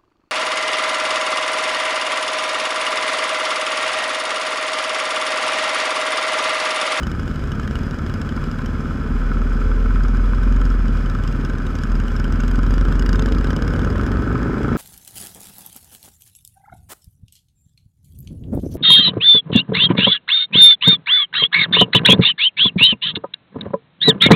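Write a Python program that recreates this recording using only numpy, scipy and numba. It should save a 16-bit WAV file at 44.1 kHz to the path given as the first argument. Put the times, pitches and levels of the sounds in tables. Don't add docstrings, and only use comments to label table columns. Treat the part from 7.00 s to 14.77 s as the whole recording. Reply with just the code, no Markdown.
import sys
import numpy as np
from scipy import signal
from scipy.fft import rfft, irfft
from scipy.io import wavfile
from numba import njit

SR = 44100
rng = np.random.default_rng(int(sys.argv[2]) if len(sys.argv) > 2 else 0)


def put_to_file(sound):
    columns = np.atleast_2d(sound).T
    safe = np.clip(columns, -1, 1)
    whole_steps = np.round(safe * 32767)
    wavfile.write(sys.argv[1], SR, whole_steps.astype(np.int16))


N = 342657
T = np.arange(N) / SR


def undb(db):
    return 10 ** (np.asarray(db) / 20)


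def unit(x):
    return x / np.sqrt(np.mean(x ** 2))


def curves(table):
    time_s, *columns = np.transpose(table)
    return [np.interp(T, time_s, column) for column in columns]


def noise():
    return rng.standard_normal(N)


def drift(rate_hz):
    return np.interp(T * rate_hz, np.arange(1024), rng.standard_normal(1024))


def colour(x, outline, size=8192):
    pitch_hz, level_db = np.transpose(outline)
    bins_hz = np.maximum(np.fft.rfftfreq(size, 1 / SR), 1)
    gain = undb(np.interp(np.log(bins_hz), np.log(pitch_hz), level_db))
    cepstrum = irfft(np.log(gain))
    cepstrum[1:size // 2] *= 2
    cepstrum[size // 2 + 1:] = 0
    response = irfft(np.exp(rfft(cepstrum)))
    return unit(signal.fftconvolve(x, response)[:N])


def resonate(x, tones):
    ringing = 0
    for pitch_hz, width_hz, level_db in tones:
        sharpness = min(pitch_hz / width_hz, 35)
        ringing += undb(level_db) * signal.lfilter(*signal.iirpeak(pitch_hz, sharpness, fs=SR), x)
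    return unit(ringing)


@njit
def moving_band(x, pitch_hz, width_hz):
    out, band_state, low_state = np.empty(len(x)), 0., 0.
    for i in range(len(x)):
        tuning, damping = np.tan(np.pi * pitch_hz[i] / SR), width_hz / pitch_hz[i]
        band = (band_state + tuning * (x[i] - low_state)) / (1 + tuning * (tuning + damping))
        band_state = 2 * band - band_state
        low_state += 2 * tuning * band
        out[i] = damping * band
    return out


def strokes(cycles, at, scatter_db, jitter_s=0):
    turns = np.arange(-1, cycles[-1] + 1) + at
    turns = turns[(turns > cycles[0]) & (turns < cycles[-1])]
    timing, strength = rng.standard_normal((2048, 2))[:len(turns)].T
    time_s = np.interp(turns, cycles, T) + jitter_s * timing
    clicks = np.zeros(N)
    clicks[np.clip(time_s * SR, 0, N - 1).astype(int)] = undb(scatter_db * strength)
    return clicks


def burst(clicks, decay_s):
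    return unit(noise() * signal.lfilter([1], [1, -np.exp(-1 / (decay_s * SR))], clicks))


def effort(throttle, revs, cruise_db, throttle_db, doubling_db):
    return undb(cruise_db + throttle_db * (throttle - .5) + doubling_db * np.log2(revs))


def pull_away(start_s=5.3, takes_s=2.4):
    return np.clip((T - start_s) / takes_s, 0, None)


def own_bike(cruise_hz=21):
    # time_s, cycle_hz
    speed = [(0.0, 18.204), (0.328, 17.287), (1.011, 17.873), (3.422, 21.536), (3.7, 21.2), (3.92, 20.2),
             (4.24, 20.15), (4.55, 19.6), (4.82, 20.15), (4.95, 19.9), (5.171, 20.071), (5.9, 21.7),
             (7.235, 25.304), (7.77, 28.131)]
    # time_s, throttle (0 shut, 1 open)
    throttle_moves = [(0, 0.23), (.7, 0.55), (1.95, 0.77), (2.2, 0.63), (3.65, 0.61), (4.25, 0.52),
                      (4.8, 0.58), (4.95, 0.73), (5.1, 0.57), (5.5, 0.8), (6.25, 0.9), (6.75, 0.76),
                      (7.77, 0.86)]
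    cycle_hz, = curves(speed)
    throttle, = curves(throttle_moves)
    revs = cycle_hz / cruise_hz
    cycles = np.cumsum(cycle_hz) / SR - .223
    exhaust = own_exhaust(cycles, throttle, revs)
    return exhaust + own_boom(cycles, cycle_hz) + own_clatter(cycles, throttle, revs)


def own_exhaust(cycles, throttle, revs):
    # pitch_hz, width_hz, level_db
    pipe_tones = [(85, 67, -15), (140, 35, -9), (186, 14, -9), (226, 24, 0), (246, 19, 3)]
    # pitch_hz, width_hz, level_db
    bark_tones = [(323, 35, 2.5), (379, 13, 7), (423.6, 58, 11.5), (558, 25, 7), (744, 140, 4.5)]
    firings = strokes(cycles, at=.02, scatter_db=1, jitter_s=.00005)
    thumps = colour(firings, [(30, -2.5), (100, 7.5), (300, 0), (600, -19.5), (1200, -19), (4000, -37)])
    heat = revs ** .2
    pipe = sum(undb(db) * moving_band(thumps, hz * heat, float(width)) for hz, width, db in pipe_tones)
    pipe = colour(pipe, [(280, -2.5), (600, -10.5), (2000, -34.5)])
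    pipe *= effort(throttle, revs, cruise_db=-29, throttle_db=9, doubling_db=5)
    bark = resonate(thumps, bark_tones)
    bark *= effort(throttle, revs, cruise_db=-39.5, throttle_db=13, doubling_db=26)
    return pipe + bark


def own_boom(cycles, cycle_hz, resonance_hz=41.6):
    # time_s, level_db
    swells = [(0, -33.5), (1.3, -31), (1.6, -27), (2.05, -28), (2.15, -18.5), (2.8, -15), (3.25, -14),
              (3.35, -15), (3.5, -13.5), (3.7, -12.5), (4.0, -18), (4.4, -21), (4.8, -25.5), (4.95, -16),
              (5.08, -20.5), (5.4, -17), (5.75, -13.5), (6.3, -16), (6.55, -21.5), (7.1, -22.5),
              (7.77, -28)]
    # shakes_per_cycle, level_db
    shake_tones = [(1, -21), (3, -3), (4, 5.5), (5, -6)]
    level_db, = curves(swells)
    lag_cycles = .449 + np.arctan((2 * cycle_hz - resonance_hz) / 5) / (2 * np.pi)
    angle = 2 * np.pi * (cycles - lag_cycles)
    boom = unit(np.cos(2 * angle)) * undb(level_db + .7 * drift(9.1))
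    shake = unit(sum(undb(db) * np.cos(per_cycle * angle) for per_cycle, db in shake_tones))
    return boom + shake * undb(-31.5 + 1.4 * drift(10))


def own_clatter(cycles, throttle, revs):
    # time_s, level_db
    hard_knocks = [(1.592, -21), (2.418, -21.5), (2.859, -25), (2.907, -22), (3.05, -22.5), (3.334, -21.5),
                   (4.152, -23), (4.251, -22), (4.704, -22), (5.4, -19), (6.996, -18), (7.647, -17.5)]
    # pitch_hz, width_hz, level_db
    case_tones = [(1056, 42, 5.5), (1340, 103, 10.5), (1494, 65, 12), (1540, 67, -24), (2155, 184, 1),
                  (3270, 44, -34), (3050, 83, -8), (4700, 99, -11)]
    piston = burst(strokes(cycles, at=.25, scatter_db=2.5, jitter_s=.0008), decay_s=.0025)
    valves = burst(strokes(7 * cycles, at=.25, scatter_db=0, jitter_s=.0015), decay_s=.0033)
    blows = undb(-6) * piston + undb(-7) * valves + undb(-7) * noise()
    blows *= effort(throttle, revs, cruise_db=-34.8, throttle_db=.3, doubling_db=5.5)
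    knocks = np.zeros(N)
    for time_s, level_db in hard_knocks:
        knocks[int(time_s * SR)] = undb(level_db)
    blows += unit(knocks) * undb(-48.5)
    outline = [(300, -24.5), (800, -6), (1200, 6.5), (1700, -2.5), (2100, -5), (5000, -15),
               (9000, -21), (15000, -44)]
    return colour(resonate(blows, case_tones), outline) * np.std(blows)


def v_twin(cruise_hz=13):
    # time_s, cycle_hz
    speed = [(0.0, 12.104), (1.175, 13.185), (1.684, 13.83), (2.941, 11.651), (3.51, 11.177),
             (4.078, 11.213), (5.194, 12.379), (5.806, 13.704), (6.83, 18.179), (7.77, 20.38)]
    # time_s, throttle (0 shut, 1 open)
    throttle_moves = [(0, 0.86), (.3, 0.68), (.6, 0.79), (1.65, 0.51), (1.95, 0.07), (2.9, .02),
                      (3.03, 0.25), (3.5, 0.56), (4.6, 0.51), (5.8, 0.92), (6.1, 0.77), (6.55, 0.82),
                      (7.12, 0.65), (7.3, 0.23), (7.77, 0.36)]
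    cycle_hz, = curves(speed)
    throttle, = curves(throttle_moves)
    revs = cycle_hz / cruise_hz
    cycles = np.cumsum(cycle_hz) / SR - .401
    first = strokes(cycles, at=0, scatter_db=1.2)
    second = strokes(cycles, at=.432, scatter_db=1.2)
    exhaust = twin_exhaust(first + second, cycle_hz, throttle, revs)
    crack_sizes = first + second * undb(-8.5)
    crack_sizes *= effort(throttle, revs, cruise_db=-34.5, throttle_db=28, doubling_db=.5)
    crack_sizes *= undb(3.5 * drift(25))
    return exhaust + twin_cracks(crack_sizes, cycle_hz)


def twin_exhaust(firings, cycle_hz, throttle, revs):
    # pitch_hz, level_db
    thud_outline = [(20, -26.5), (33, 5.5), (48, 11.5), (68, 7.5), (90, 9.5), (115, 2), (160, 3.5),
                    (220, 0), (290, -6), (400, -10), (560, -15.5), (750, -25), (1300, -15), (1700, -14),
                    (2200, -50), (5000, -59.5)]
    # pitch_hz, width_hz, level_db
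    bark_tones = [(247, 25, 3.5), (303.5, 9.7, 2), (403, 10, -7), (540, 38, -8.5)]
    pulses = colour(firings, thud_outline)
    round_trip_s = np.interp(cycle_hz, [12, 20], [.0145, .0115])
    returned = np.interp(T - round_trip_s, T, pulses, left=0)
    thuds = unit(pulses + .21 * returned)
    thuds *= effort(throttle, revs, cruise_db=-32.5, throttle_db=17.5, doubling_db=7)
    bark = resonate(firings, bark_tones)
    bark = colour(bark, [(90, -20), (200, 4.5), (500, 0), (800, -14.5), (3000, -32)])
    bark *= effort(throttle, revs, cruise_db=-46, throttle_db=3, doubling_db=24)
    return thuds + bark


def twin_cracks(sizes, cycle_hz):
    # start_s, level_db, favoured_hz (the ring is boosted near this pitch)
    loud_cracks = [(0.0323, -27.5, 2840), (0.069, -25.5, 5040), (0.1156, -27, 5600), (0.5186, -28, 2840),
                   (0.598, -31.5, 3000), (0.6764, -29, 2830), (0.7552, -26, 2970), (1.1397, -28, 5120),
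                   (1.2156, -27, 5080), (1.291, -30, 2930), (1.3643, -33, 5040), (1.6605, -27.5, 5500),
                   (3.0355, -34, 4820), (3.083, -32, 6500), (3.434, -33, 5700), (3.6142, -31.5, 6500),
                   (3.6531, -34, 5040), (4.0986, -31, 5040), (4.2373, -32, 2880), (4.2763, -28.5, 5000),
                   (4.4496, -29.5, 5000), (4.5835, -33, 5000), (4.6668, -31, 2840), (4.7532, -31, 6460),
                   (4.787, -32, 5000), (4.8356, -26, 5560), (4.9537, -32, 5000), (5.0001, -31, 3060),
                   (5.0819, -29.5, 3010), (5.1642, -31, 5000), (5.1986, -31, 4950), (5.243, -28.5, 2840),
                   (5.3238, -29, 5430), (5.4032, -26.5, 6540), (5.4356, -31, 5040), (5.4799, -26.5, 6540),
                   (5.513, -27.5, 5000), (5.5568, -28.5, 6500), (5.6321, -32, 3060), (5.7076, -30.5, 5080),
                   (5.7394, -29.5, 5000), (5.7805, -30, 5600), (5.8107, -29, 7540), (5.8516, -31, 2930),
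                   (5.924, -27.5, 3750), (5.9947, -27, 6590), (6.0238, -27, 5040), (6.062, -24, 5510),
                   (6.092, -25, 5000), (6.13, -23.5, 3770), (6.1569, -25.5, 3850), (6.1937, -24, 6500),
                   (6.2225, -27, 5080), (6.2596, -25, 7660), (6.322, -26, 3010), (6.3485, -33, 5030),
                   (6.384, -31, 2940), (6.4442, -28, 5120), (6.5044, -25.5, 5040), (6.564, -24.5, 4820),
                   (6.6224, -28, 5080), (6.6782, -27.5, 5000), (6.7366, -31, 3060), (6.7925, -30.5, 3060),
                   (6.847, -31, 5000), (6.902, -33, 5000), (6.9584, -32, 3060), (7.012, -31, 3140),
                   (7.0643, -30, 5000), (7.1172, -31.5, 3100), (7.1703, -36, 5000), (7.2216, -36, 6500),
                   (7.3264, -36, 5500), (7.4297, -36, 4980), (7.5818, -37, 4840), (7.6312, -35, 5000)]
    # pitch_hz, level_db
    rasp_outline = [(600, -42), (1600, 18.5), (2200, 16), (2600, -32), (3300, 15), (3900, 9), (4300, 6),
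                    (5100, 11.5), (6000, -0.5), (6500, -6), (7700, -6), (8800, -28), (13500, -19),
                    (15500, -26)]
    shots = [(start_s, undb(db), favoured_hz) for start_s, db, favoured_hz in loud_cracks]
    loud_times_s = np.transpose(loud_cracks)[0]
    for i in np.flatnonzero(sizes):
        if min(abs(loud_times_s - T[i])) > .012:
            shots.append((T[i], min(sizes[i], undb(-32.5)), rng.uniform(2500, 7000)))
    shocks, ring = np.zeros(N), np.zeros(N)
    for start_s, size, favoured_hz in shots:
        start = int(start_s * SR)
        shocks[start] += size
        ping = pipe_ring(favoured_hz)[:N - start]
        ring[start:start + len(ping)] += size * ping
    snap_outline = [(1000, -14), (5400, 1), (6000, -8), (6400, 1), (7600, 1), (9000, -8),
                    (11000, -11), (13000, -4), (14100, -4.5), (15000, -18)]
    snap = colour(burst(shocks, decay_s=.0025), snap_outline) * undb(-1)
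    rasp_db = np.interp(cycle_hz, [12.5, 15], [8, 14])
    rasp = colour(burst(shocks, decay_s=.0015), rasp_outline) * undb(rasp_db)
    cracks = ring * undb(.5) + (snap + rasp) * np.std(shocks)
    echo_delay_s = .0022 * np.exp(.208 * drift(3))
    echo = np.interp(T - echo_delay_s, T, cracks, left=0)
    return cracks + undb(-10) * echo


def pipe_ring(favoured_hz):
    # pitch_hz, width_hz (wider fades faster), level_db
    end_tones = [(1590, 130, -.5), (2850, 55, -13), (3070, 55, -13.5), (3770, 90, -17), (5010, 90, -12.5),
                 (5540, 105, -16.5), (6480, 115, -15), (7550, 130, -21.5), (9400, 160, -30)]
    pitch_hz, width_hz, level_db = np.transpose(end_tones)
    strength, detune = rng.standard_normal((2, len(pitch_hz)))
    nearness = np.exp(-(np.log(pitch_hz / favoured_hz) / .13) ** 2)
    age_s = T[:2048, None]
    tones = np.sin(2 * np.pi * pitch_hz * (1 + .022 * detune) * age_s)
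    fade = np.exp(-np.pi * width_hz * age_s)
    return (tones * fade) @ undb(level_db + 5 * nearness + 3 * strength)


def four_cylinder():
    # time_s, firing_hz, level_db
    run = [(0, 150, -36), (.5, 152, -43), (1.8, 156, -41), (2.4, 135, -38), (3.5, 148, -43),
           (4.4, 138, -37), (4.65, 146, -33), (5, 143, -38), (5.4, 140, -35), (5.9, 148, -30.5),
           (6.3, 160, -35), (6.9, 196, -40), (7.4, 205, -39), (7.62, 218, -31), (7.77, 228, -28)]
    # pitch_hz, level_db
    pipe_outline = [(30, -40), (90, -14), (130, 0), (250, 0), (330, -15), (600, -26), (1500, -45),
                    (5000, -75)]
    firing_hz, level_db = curves(run)
    cycles = np.cumsum(firing_hz * (1 + .025 * drift(25))) / SR
    firings = strokes(cycles, at=0, scatter_db=3, jitter_s=.0004)
    return colour(firings - firings.mean(), pipe_outline) * undb(level_db)


def pack():
    # firing_hz, level_db, speed_rise (0.5 = half as fast again after pulling away)
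    bikes = [(24.47, -5, 0.5), (33.16, -1.5, .3), (45.05, -2.5, 0.4), (74.34, -4, 0.5)]
    # pitch_hz, level_db
    pipe_outline = [(20, -28), (45, -3), (68, 4.5), (100, 0.5), (140, -3.5), (230, -4.5), (320, -19),
                    (450, -17.5), (700, -29.5), (1500, -58), (5000, -82.5)]
    firings = 0
    for firing_hz, level_db, speed_rise in bikes:
        cycles = np.cumsum(firing_hz * (1 + .035 * drift(1.3) + speed_rise * pull_away())) / SR
        clicks = strokes(cycles, at=rng.random(), scatter_db=1.5, jitter_s=.00049)
        firings += undb(level_db) * unit(clicks)
    echo_tail = unit(noise()[:SR // 4]) * np.exp(-T[:SR // 4] / .12)
    echoes = signal.fftconvolve(firings, echo_tail)[:N]
    drone = unit(firings - firings.mean()) + .57 * unit(echoes)
    return colour(drone, pipe_outline) * undb(-27.5)


def road_rush():
    # pitch_hz, level_db
    rush_outline = [(10, -47), (25, -5.5), (70, 2.5), (200, -2), (350, -5.5), (520, -12), (750, -20),
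                    (1050, -18), (1700, -16), (2500, -42.5), (5000, -73)]
    return colour(noise(), rush_outline) * undb(-31.5 + 5 * pull_away() + .5 * drift(7.3))


def chain_hiss():
    # pitch_hz, width_hz, level_db
    chain_tones = [(2474, 280, 6), (2995, 350, 4.5), (3333, 48, 6), (4050, 700, -1.5), (4980, 490, 5),
                   (5400, 150, -15), (6250, 570, -2.5), (7250, 260, -1), (8400, 250, -9.5),
                   (9800, 750, -12), (12500, 550, -19)]
    # pitch_hz, level_db
    hiss_outline = [(800, 1.5), (2000, 4), (7500, -6.5), (9000, -9), (15000, -7)]
    hiss = colour(resonate(noise(), chain_tones), hiss_outline)
    return hiss * undb(-49 + 1.8 * drift(120))


def sports_bike(fade_in_s=.04, fade_out_s=.06):
    # start_s, length_s, pitch_hz, rise_hz_per_s, level_db
    short_revs = [(2.0, .11, 436, 72, -38), (2.25, .3, 402, 72, -45), (2.54, .38, 421, 72, -37),
                  (6.08, .3, 425, 90, -35), (6.55, .45, 474, 40, -37), (7.62, .2, 522, 72, -42)]
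    out = 0
    for start_s, length_s, pitch_hz, rise_hz_per_s, level_db in short_revs:
        age_s = np.clip(T - start_s, 0, length_s)
        fade = np.minimum(1, np.minimum(age_s / fade_in_s, (length_s - age_s) / fade_out_s))
        note_hz = (pitch_hz + rise_hz_per_s * age_s) * (1 + .004 * drift(60))
        phase = 2 * np.pi * np.cumsum(note_hz) / SR
        note = np.sin(phase) + undb(-8) * np.sin(phase * 6 / 5)
        out += unit(note) * fade * undb(level_db)
    return out * undb(.31 * drift(30))


def scene():
    engines = own_bike() + v_twin() + four_cylinder() + pack() + sports_bike()
    return (engines + road_rush() + chain_hiss())[None]


def record(dry):
    top_hz = 15400
    return signal.sosfilt(signal.ellip(8, .2, 70, top_hz, fs=SR, output="sos"), dry)


dry = scene()
out = record(dry)
put_to_file(out)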